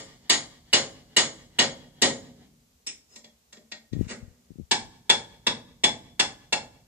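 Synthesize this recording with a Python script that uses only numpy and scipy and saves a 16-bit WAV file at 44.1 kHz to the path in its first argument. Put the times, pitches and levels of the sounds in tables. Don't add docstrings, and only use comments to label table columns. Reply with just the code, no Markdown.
import sys
import numpy as np
from scipy import signal
from scipy.fft import rfft, irfft, next_fast_len
from scipy.io import wavfile
from scipy.ndimage import uniform_filter1d

SR = 44100
rng = np.random.default_rng(int(sys.argv[2]) if len(sys.argv) > 2 else 0)


def to_linear_factor(level_db):
    exponent = np.asarray(level_db, float) / 20
    return 10 ** exponent


def bounce(signal):
    frames = np.transpose(np.atleast_2d(signal))
    limited = np.clip(frames, -1, 1)
    pcm = np.round(limited * 32767).astype(np.int16)
    wavfile.write(sys.argv[1], SR, pcm)


N = 302960
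LEAD = SR // 4

# [t/s, peak level/dB, thud/dB, sizzle/dB, f of the ring favoured by the landing spot/Hz]
FIRST_RUN = [
    (0.298, -7, -4.5, 1.5, 4520),
    (0.732, -7, 0.5, 0.5, 4700),
    (1.167, -6.5, -1.5, 1, 3200),
    (1.589, -8, 2.5, -2.5, 3250),
    (2.02, -8, 5, 1, 4620),
]
SECOND_RUN = [
    (4.713, -8, -2, 1.5, 2260),
    (5.098, -6.5, -3, 0.5, 3386),
    (5.469, -11, 1.1, -3.5, 3580),
    (5.839, -8.5, -1.2, 0.7, 3460),
    (6.197, -8.5, -4.9, 1.3, 2455),
    (6.527, -13, -0.5, 0, 2760),
]
EARLIER_BLOW_S, EARLIER_BLOW_DB = -.135, 1.5


def unit(x):
    return x / np.sqrt(np.mean(x ** 2))


def along(table, hz, column=1):
    table = np.array(table, float)
    return np.interp(np.log(np.maximum(hz, 1)), np.log(table[:, 0]), table[:, column])


def colour(x, table):
    size = next_fast_len(x.shape[-1], real=True)
    hz = np.fft.rfftfreq(size, 1 / SR)
    return irfft(rfft(x, size) * to_linear_factor(along(table, hz)), size)[..., :x.shape[-1]]


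def swells(rows, rise_db, fall_db_per_s, rest_db, rest_fall_db_per_s):
    t = np.arange(N) / SR
    gain = 0
    for start_s, peak_s, peak_db in rows:
        after_s = np.maximum(t - peak_s, 0)
        to_go = np.clip((peak_s - t) / (peak_s - start_s), 0, 1)
        onset = np.clip((t - start_s) / 0.016, 0, 1)
        drop = to_linear_factor(-fall_db_per_s * after_s)
        linger = to_linear_factor(rest_db - rest_fall_db_per_s * after_s)
        gain = gain + to_linear_factor(peak_db - rise_db * to_go) * onset * np.maximum(drop, linger)
    return gain


def air():
    # [f/Hz, density/dB per Hz]
    air_spectrum = [(15, -48.5), (25, -16.5), (37, -14), (50, -11.5), (69, -1), (93, -16), (224, -18),
                    (318, -27.5), (394, -19), (1500, -31.5), (7090, -26), (9270, -32), (13800, -32.5),
                    (15000, -29)]
    lowpass = signal.ellip(8, .2, 70, 14550, fs=SR, output="sos")
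    hiss = signal.sosfilt(lowpass, rng.standard_normal((2, N)))
    mid, side = colour(hiss, air_spectrum)
    side = colour(side, [(100, -13.5), (1000, 2.5), (6000, -1)])
    return unit(np.array([mid + side, mid - side])) * to_linear_factor(-66)


def shake():
    # [f/Hz, density/dB per Hz]
    shake_spectrum = [(20, -8), (40, 1), (90, -4.5), (160, -5.5), (300, -30), (1000, -70.5)]
    peak_delay_s, under_blow_db = .04, -50.5
    heavy = [(EARLIER_BLOW_S, FIRST_RUN[0][1]), *FIRST_RUN, *SECOND_RUN]
    rows = [(s, s + peak_delay_s, peak_db + under_blow_db) for s, peak_db, *_ in heavy]
    rumble = unit(colour(rng.standard_normal(N), shake_spectrum))
    return rumble * swells(rows, rise_db=13, fall_db_per_s=25.5, rest_db=-9.5, rest_fall_db_per_s=15.5)


def crack_noise(t, t60_s):
    push_hz = 239
    chatter = rfft(rng.standard_normal(len(t)) * 1000. ** (-t / t60_s))
    chatter = irfft(chatter / np.sqrt(uniform_filter1d(abs(chatter) ** 2, size=25)), len(t))
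    chatter = rfft(chatter * 1000. ** (-t / (4 * t60_s)))
    push = np.sqrt(np.mean(abs(chatter) ** 2))
    bins_hz = np.fft.rfftfreq(len(t), 1 / SR)
    return irfft(np.where(bins_hz < push_hz, push, chatter), len(t))


def blows(rows, modes, crack, crack_db, crack_t60_s, ring_db, scatter_db, grip):
    colour_hz = [450, 1500, 4500, 7400]
    favour_db, favour_octaves, first_touch_s = 7.5, 0.093, .0027
    early = LEAD // 8
    out = np.zeros(N + 4 * LEAD)
    t = np.arange(2 * LEAD) / SR
    hz, db, t60_s = np.repeat(np.array(modes, float), 2, axis=0).T[:, :, None]
    hz = hz * (1 + .004 * rng.standard_normal(hz.shape))
    fade = 1000. ** (-t / (grip * t60_s))
    for s, peak_db, thud_db, sizzle_db, spot_hz in rows:
        strength, detune = rng.standard_normal((2, len(hz), 1))
        favour = favour_db * np.exp(-(np.log2(hz / spot_hz) / favour_octaves) ** 2)
        tones = np.sin(2 * np.pi * hz * (1 + 0.0039 * detune) * t)
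        ring = (to_linear_factor(db + scatter_db * strength + favour) * tones * fade).sum(axis=0)
        snap = unit(colour(np.roll(crack_noise(t, crack_t60_s), early), crack)) * to_linear_factor(crack_db - 23.5)
        tilt = list(zip(colour_hz, [thud_db, 0, 0, sizzle_db]))
        blow = colour(snap + to_linear_factor(ring_db) * np.roll(ring, early), tilt)
        blow[:early] = 0
        at = int((s - first_touch_s) * SR) + LEAD - early
        out[at:at + len(t)] += to_linear_factor(peak_db) * blow
    return out


def first_run():
    # [f/Hz, level/dB, t60/s]
    wrench_low = [(955.0, -34.5, 0.72), (1205, -25.0, 0.32), (1879, -12, 0.35), (2116.0, -13.5, 0.037),
                  (2920.0, -2.5, 0.084), (3285, -5.5, 0.094), (3900, -13.5, 0.24), (3830, -17, 0.18),
                  (4047, -4.0, 0.088), (4510, -10.5, 0.18), (4810, -20, 0.43), (5135, -13.5, 0.31),
                  (5260, -7, 0.068), (6231, -14.5, 0.13), (6600, -27.5, 0.21), (6760, -11, 0.54),
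                  (7130, -11.5, 0.47), (7240, -16.0, 0.38), (7730, -9.5, 0.18), (7780, -14.5, 0.044),
                  (7760, -21.5, 0.12), (8500, -14.0, 0.048), (156.3, -34.0, 1.0), (249, -23, 0.3),
                  (331.4, -31, 0.64), (438.0, -30, 0.96), (542, -24, 0.68), (630.0, -33, 0.6)]
    # [f/Hz, level/dB, t60/s]
    head = [(9200, -23.5, .3), (9830, -19.5, 0.32), (11250, -20.5, 0.38), (12130, -20.5, .4),
            (12530, -22.5, .35), (13100, -24, .3)]
    # [f/Hz, density/dB per Hz]
    crack_low = [(18, -49.5), (30, -26), (107, -26.5), (247, -7.5), (472, -6), (698, -3.5), (1030, -7.5),
                 (1200, -6.5), (1370, -11), (2130, 0.5), (2630, -10), (2990, 2.5), (8040, -11),
                 (15000, -47.5)]
    earlier = (EARLIER_BLOW_S, FIRST_RUN[0][1] + EARLIER_BLOW_DB, *FIRST_RUN[0][2:])
    return blows([earlier, *FIRST_RUN], [*wrench_low, *head], crack_low,
                 crack_db=-1.15, crack_t60_s=0.1968, ring_db=-15, scatter_db=2.5, grip=0.52)


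def place():
    # [f/Hz, near t60/s, yard level/dB, yard t60/s, left-right likeness/0-1]
    echo_bands = [(59, 0.083, -13, 0.7, 0.4), (178, 0.28, -10.5, 1.34, 1), (540, 0.27, -20.5, 0.79, .75),
                  (1260, 0.25, -29.5, 0.97, 0.3), (2660, 0.19, -34, 0.81, 0.5), (4950, 0.22, -28, .8, 0.3),
                  (9400, 0.25, -35.5, 1, 0.4), (13907, 0.04, -29.5, 0.29, 0.19)]
    # [delay/s, level/dB]
    far_walls = [
        (0.114, -41.5),
        (0.236, -44),
        (.40, -45.5),
    ]
    build_ms, direct_db = 3.0, -12.0
    doorway_ms, doorway_spread_ms, doorway_db = 4.1, 4.0, 4
    t = np.arange(4 * LEAD) / SR
    t_ms = t * 1000
    hz = np.fft.rfftfreq(len(t), 1 / SR)
    shared, left, right = rfft(rng.standard_normal((3, len(t))))
    out = np.zeros((2, len(t)))
    slaps = sum(to_linear_factor(db) * np.exp(-((t - s) / 0.041) ** 2) for s, db in far_walls)
    doorway = to_linear_factor(doorway_db) * np.exp(-((t_ms - doorway_ms) / doorway_spread_ms) ** 2)
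    build = (1 - np.exp(-(t_ms / build_ms) ** 2)) * (1 + doorway)
    for octave in np.arange(5, 14.1, .5):
        centre_hz = 2 ** octave
        band = np.cos(np.pi * np.clip(np.log2(hz + 1) - octave, -.5, .5)) ** 2
        near_s, yard_db, yard_s, like = (along(echo_bands, centre_hz, column=c) for c in range(1, 5))
        like = np.clip(like, 0, 1)
        mixed = np.sqrt(like) * shared + np.sqrt(1 - like) * np.array([left, right])
        ports = irfft(band * mixed, len(t))
        tail = 1000. ** (-t / near_s) + to_linear_factor(yard_db) * 1000. ** (-t / yard_s)
        fade = build * (tail + slaps / (1 + (centre_hz / 4500) ** 2))
        share = np.mean(ports ** 2) * np.sum(fade ** 2) / np.sum((ports * fade) ** 2, axis=1, keepdims=True)
        out += ports * fade * np.sqrt(share) * to_linear_factor(-27.0)
    out[:, 0] += to_linear_factor(direct_db)
    return out


def clink():
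    # [t/s, peak level/dB, thud/dB, sizzle/dB, favoured f/Hz]
    knock = [
        (2.868, -25, 0.2, 0.2, 5130),
    ]
    # [f/Hz, level/dB, t60/s]
    wrench_loose = [(2380, -20.5, 0.34), (3110, -29.5, 0.056), (3650, -13, 0.213), (4040, -21, 0.128),
                    (4280, -9.5, 0.105), (5190, -8, 0.12), (5355, -8.5, 0.12), (5960, -17.5, 0.17),
                    (5860, -11, 0.12), (6870, -6.5, 0.194), (7860, 0.5, 0.12), (9060, -25, 0.1),
                    (10320, -36.5, 0.17), (10660, -34, 0.08)]
    # [f/Hz, density/dB per Hz]
    clink_crack = [(60, -34), (200, -10), (600, -18), (1000, -52), (1730, -9.5), (2400, -1), (3500, -2.5),
                   (4700, -17), (5300, 1.5), (8100, -8), (10500, -22), (14000, -45)]
    return blows(knock, wrench_loose, clink_crack,
                 crack_db=-3, crack_t60_s=0.18, ring_db=-11.5, scatter_db=2.0, grip=0.44)


def scrape():
    # [f/Hz, density/dB per Hz]
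    slide_spectrum = [(220, -12), (700, -19.5), (1500, -21), (3500, -20), (5040, -20.5), (5130, 7),
                      (5230, -18), (7300, -11), (9500, -36), (13000, -45)]
    # [f/Hz, density/dB per Hz]
    drag_spectrum = [(150, -15.5), (250, -2), (285, -21), (439, -6.5), (908, -19.5), (1850, -13),
                     (2010, -11.5), (2450, -15.5), (4590, -20.5), (7290, -17.5), (13000, -47.5)]
    # [start t/s, peak t/s, peak level/dB]
    slide_swells = [
        (3.08, 3.158, -54.5),
    ]
    # [start t/s, peak t/s, peak level/dB]
    drag_swells = [
        (3.94, 4.05, -57.5),
        (4.07, 4.108, -36.5),
    ]
    clicks = rng.standard_normal(N) * to_linear_factor(2.5 * rng.exponential(size=N)) * (rng.random(N) < .2)
    slide = unit(colour(clicks, slide_spectrum))
    slide = slide * swells(slide_swells, rise_db=12, fall_db_per_s=1500, rest_db=-40, rest_fall_db_per_s=300)
    drag = unit(colour(clicks, drag_spectrum))
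    drag = drag * swells(drag_swells, rise_db=11, fall_db_per_s=502, rest_db=-28.5, rest_fall_db_per_s=54.5)
    return slide + drag


def taps():
    # [t/s, peak level/dB, thud/dB, sizzle/dB, favoured f/Hz]
    seating = [
        (3.16, -39.5, 5, 11.5, 5200),
        (3.243, -42, 3, 0, 3400),
        (3.528, -41, 1.5, 6, 3400),
        (3.569, -48.5, 15, 0.5, 2015),
        (3.719, -27, -5, -4.5, 2010),
        (3.93, -41.5, 8, -2, 2000),
    ]
    # [f/Hz, level/dB, t60/s]
    wrench_seated = [(224, -11.5, 0.22), (594, -10.5, 0.19), (1804, -15.5, .15), (1865, -3, 0.12),
                     (2274, -11, 0.17), (2720, -12, 0.14), (3333, -5, 0.14), (3830, -12.5, .15),
                     (4100, -12, .15), (4200, -13, 0.17), (5230, -12.5, .15), (6433, -10, 0.13),
                     (7340, -4, .15)]
    # [f/Hz, density/dB per Hz]
    tap_crack = [(60, -45), (200, -15), (556, -4.5), (1000, -13), (1560, -20), (2000, -2), (3030, -9.5),
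                 (3400, -2), (7220, -10.5), (10700, -52), (14000, -40)]
    return blows(seating, wrench_seated, tap_crack,
                 crack_db=-3.3, crack_t60_s=0.02, ring_db=-18, scatter_db=1.5, grip=0.8)


def wind():
    # [t/s, peak level/dB]
    pops = [(3.926, -31), (3.9344, -16.5), (3.953, -26), (3.9599, -26), (3.9665, -19), (3.9776, -26),
            (3.989, -36), (3.9924, -21), (4.002, -33), (4.0118, -9), (4.028, -32), (4.0385, -32.5),
            (4.068, -27), (4.229, -30.5), (4.2485, -41), (4.2801, -35.5), (4.306, -46), (4.5064, -32.5),
            (4.518, -35.5), (4.5581, -36), (4.5868, -29), (4.5989, -24), (4.608, -33.5), (4.6135, -36)]
    # [start t/s, peak t/s, peak level/dB]
    gusts = [
        (3.91, 4.02, -19),
        (4.2, 4.23, -38),
        (4.5, 4.62, -34),
        (4.7, 4.86, -43.5),
    ]
    pop_ms, pop_ms_per_db = .85, .09
    half = 2000
    t_ms = np.arange(-half, half) / SR * 1000
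    pushes = np.zeros(N)
    for s, peak_db in pops:
        gust_db = min(gusts[::2], key=lambda g: abs(g[1] - s))[2]
        u = t_ms / (pop_ms + pop_ms_per_db * max(gust_db - 5 - peak_db, 0))
        at = int(s * SR) - half
        pushes[at:at + 2 * half] -= to_linear_factor(peak_db) * u * np.exp((1 - u ** 2 / np.where(u > 0, 1.7, .8)) / 2)
    pushes = signal.sosfilt(signal.butter(1, 45, "high", fs=SR, output="sos"), pushes)
    flutter_spectrum = [(20, -22), (60, 1.0), (120, -5.0), (300, -29), (1000, -61.0)]
    flutter = unit(colour(rng.standard_normal(N), flutter_spectrum)) * to_linear_factor(-1.5)
    return pushes + flutter * swells(gusts, rise_db=20, fall_db_per_s=547.5, rest_db=-16, rest_fall_db_per_s=153.5)


def second_run():
    # [f/Hz, level/dB, t60/s]
    wrench_high = [(153, -47.5, .6), (228, -48, 0.47), (255, -26, .25), (430, -44, 0.33), (572, -32, .3),
                   (857, -16, 0.27), (912, -16, 0.17), (1733, -18, 0.65), (2280, -14.5, .15),
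                   (2300, -25.5, 0.17), (2723, -12.5, 0.28), (3228, -17.5, 0.073), (3386, -7.5, 0.18),
                   (3470, -8.5, 0.33), (3700, -6.5, 0.085), (3937.6, -18, 0.06), (4285, -8, .06),
                   (4500, -18, 0.083), (5316, -10.5, 0.26), (5440, -24.5, .12), (6840, -20, 0.1),
                   (7000, -10.5, 0.14), (7580, -19, 0.15), (8560, -27.5, 0.12)]
    # [f/Hz, density/dB per Hz]
    crack_high = [(20, -50.5), (60, -31), (130, -27.5), (247, -10), (400, -13), (900, -3), (1370, -18),
                  (1730, -7), (2770, -8.5), (3500, -6), (4500, -8.5), (8040, -15.5), (13900, -48.5),
                  (15000, -58)]
    return blows(SECOND_RUN, wrench_high, crack_high,
                 crack_db=-4, crack_t60_s=0.05, ring_db=-12.5, scatter_db=2.1, grip=0.36)


def microphone_ports(heard):
    # [f/Hz, left minus right level/dB]
    port_shading = [(60, 0), (110, 2.5), (200, 1.5), (380, 1), (700, -3.5), (1290, -1), (2380, -1.5),
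                    (4400, 4), (8120, -3), (15000, -3.5)]
    heard = signal.sosfilt(signal.butter(2, 70, "high", fs=SR, output="sos"), heard)
    left = np.roll(colour(heard[0], [(f, db / 2) for f, db in port_shading]), 4)
    right = colour(heard[1], [(f, -db / 2) for f, db in port_shading])
    return left, right


def scene():
    tools = first_run() + clink() + taps() + second_run()
    tools[LEAD:LEAD + N] += scrape()
    heard = signal.fftconvolve(tools[None], place(), axes=1)[:, LEAD:LEAD + N]
    left, right = microphone_ports(heard)
    return np.array([left + wind(), right]) + air() + shake()


def low_pass(x):
    return signal.sosfilt(signal.butter(12, 15840, fs=SR, output="sos"), x)


def record(dry):
    top_hz, top_band_hz = 15050, 10100
    hush_db, hush_delay_s = -51.0, .012
    x = signal.sosfilt(signal.butter(2, 45, "high", fs=SR, output="sos"), dry)
    x = np.tanh(0.78 * x) / 0.81
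    x = signal.sosfilt(signal.ellip(8, .2, 70, top_hz, fs=SR, output="sos"), x)
    top = signal.sosfiltfilt(signal.ellip(6, .1, 50, top_band_hz, "high", fs=SR, output="sos"), x)
    bright = signal.sosfilt(signal.butter(2, 1000, "high", fs=SR, output="sos"), x.mean(axis=0))
    loud = np.clip(uniform_filter1d(bright ** 2, size=512) / to_linear_factor(2 * hush_db) - 1, 0, 1)
    hushed = loud * np.roll(loud, int(hush_delay_s * SR))
    return low_pass(x - .97 * top * hushed)


dry = scene()
out = record(dry)
bounce(out)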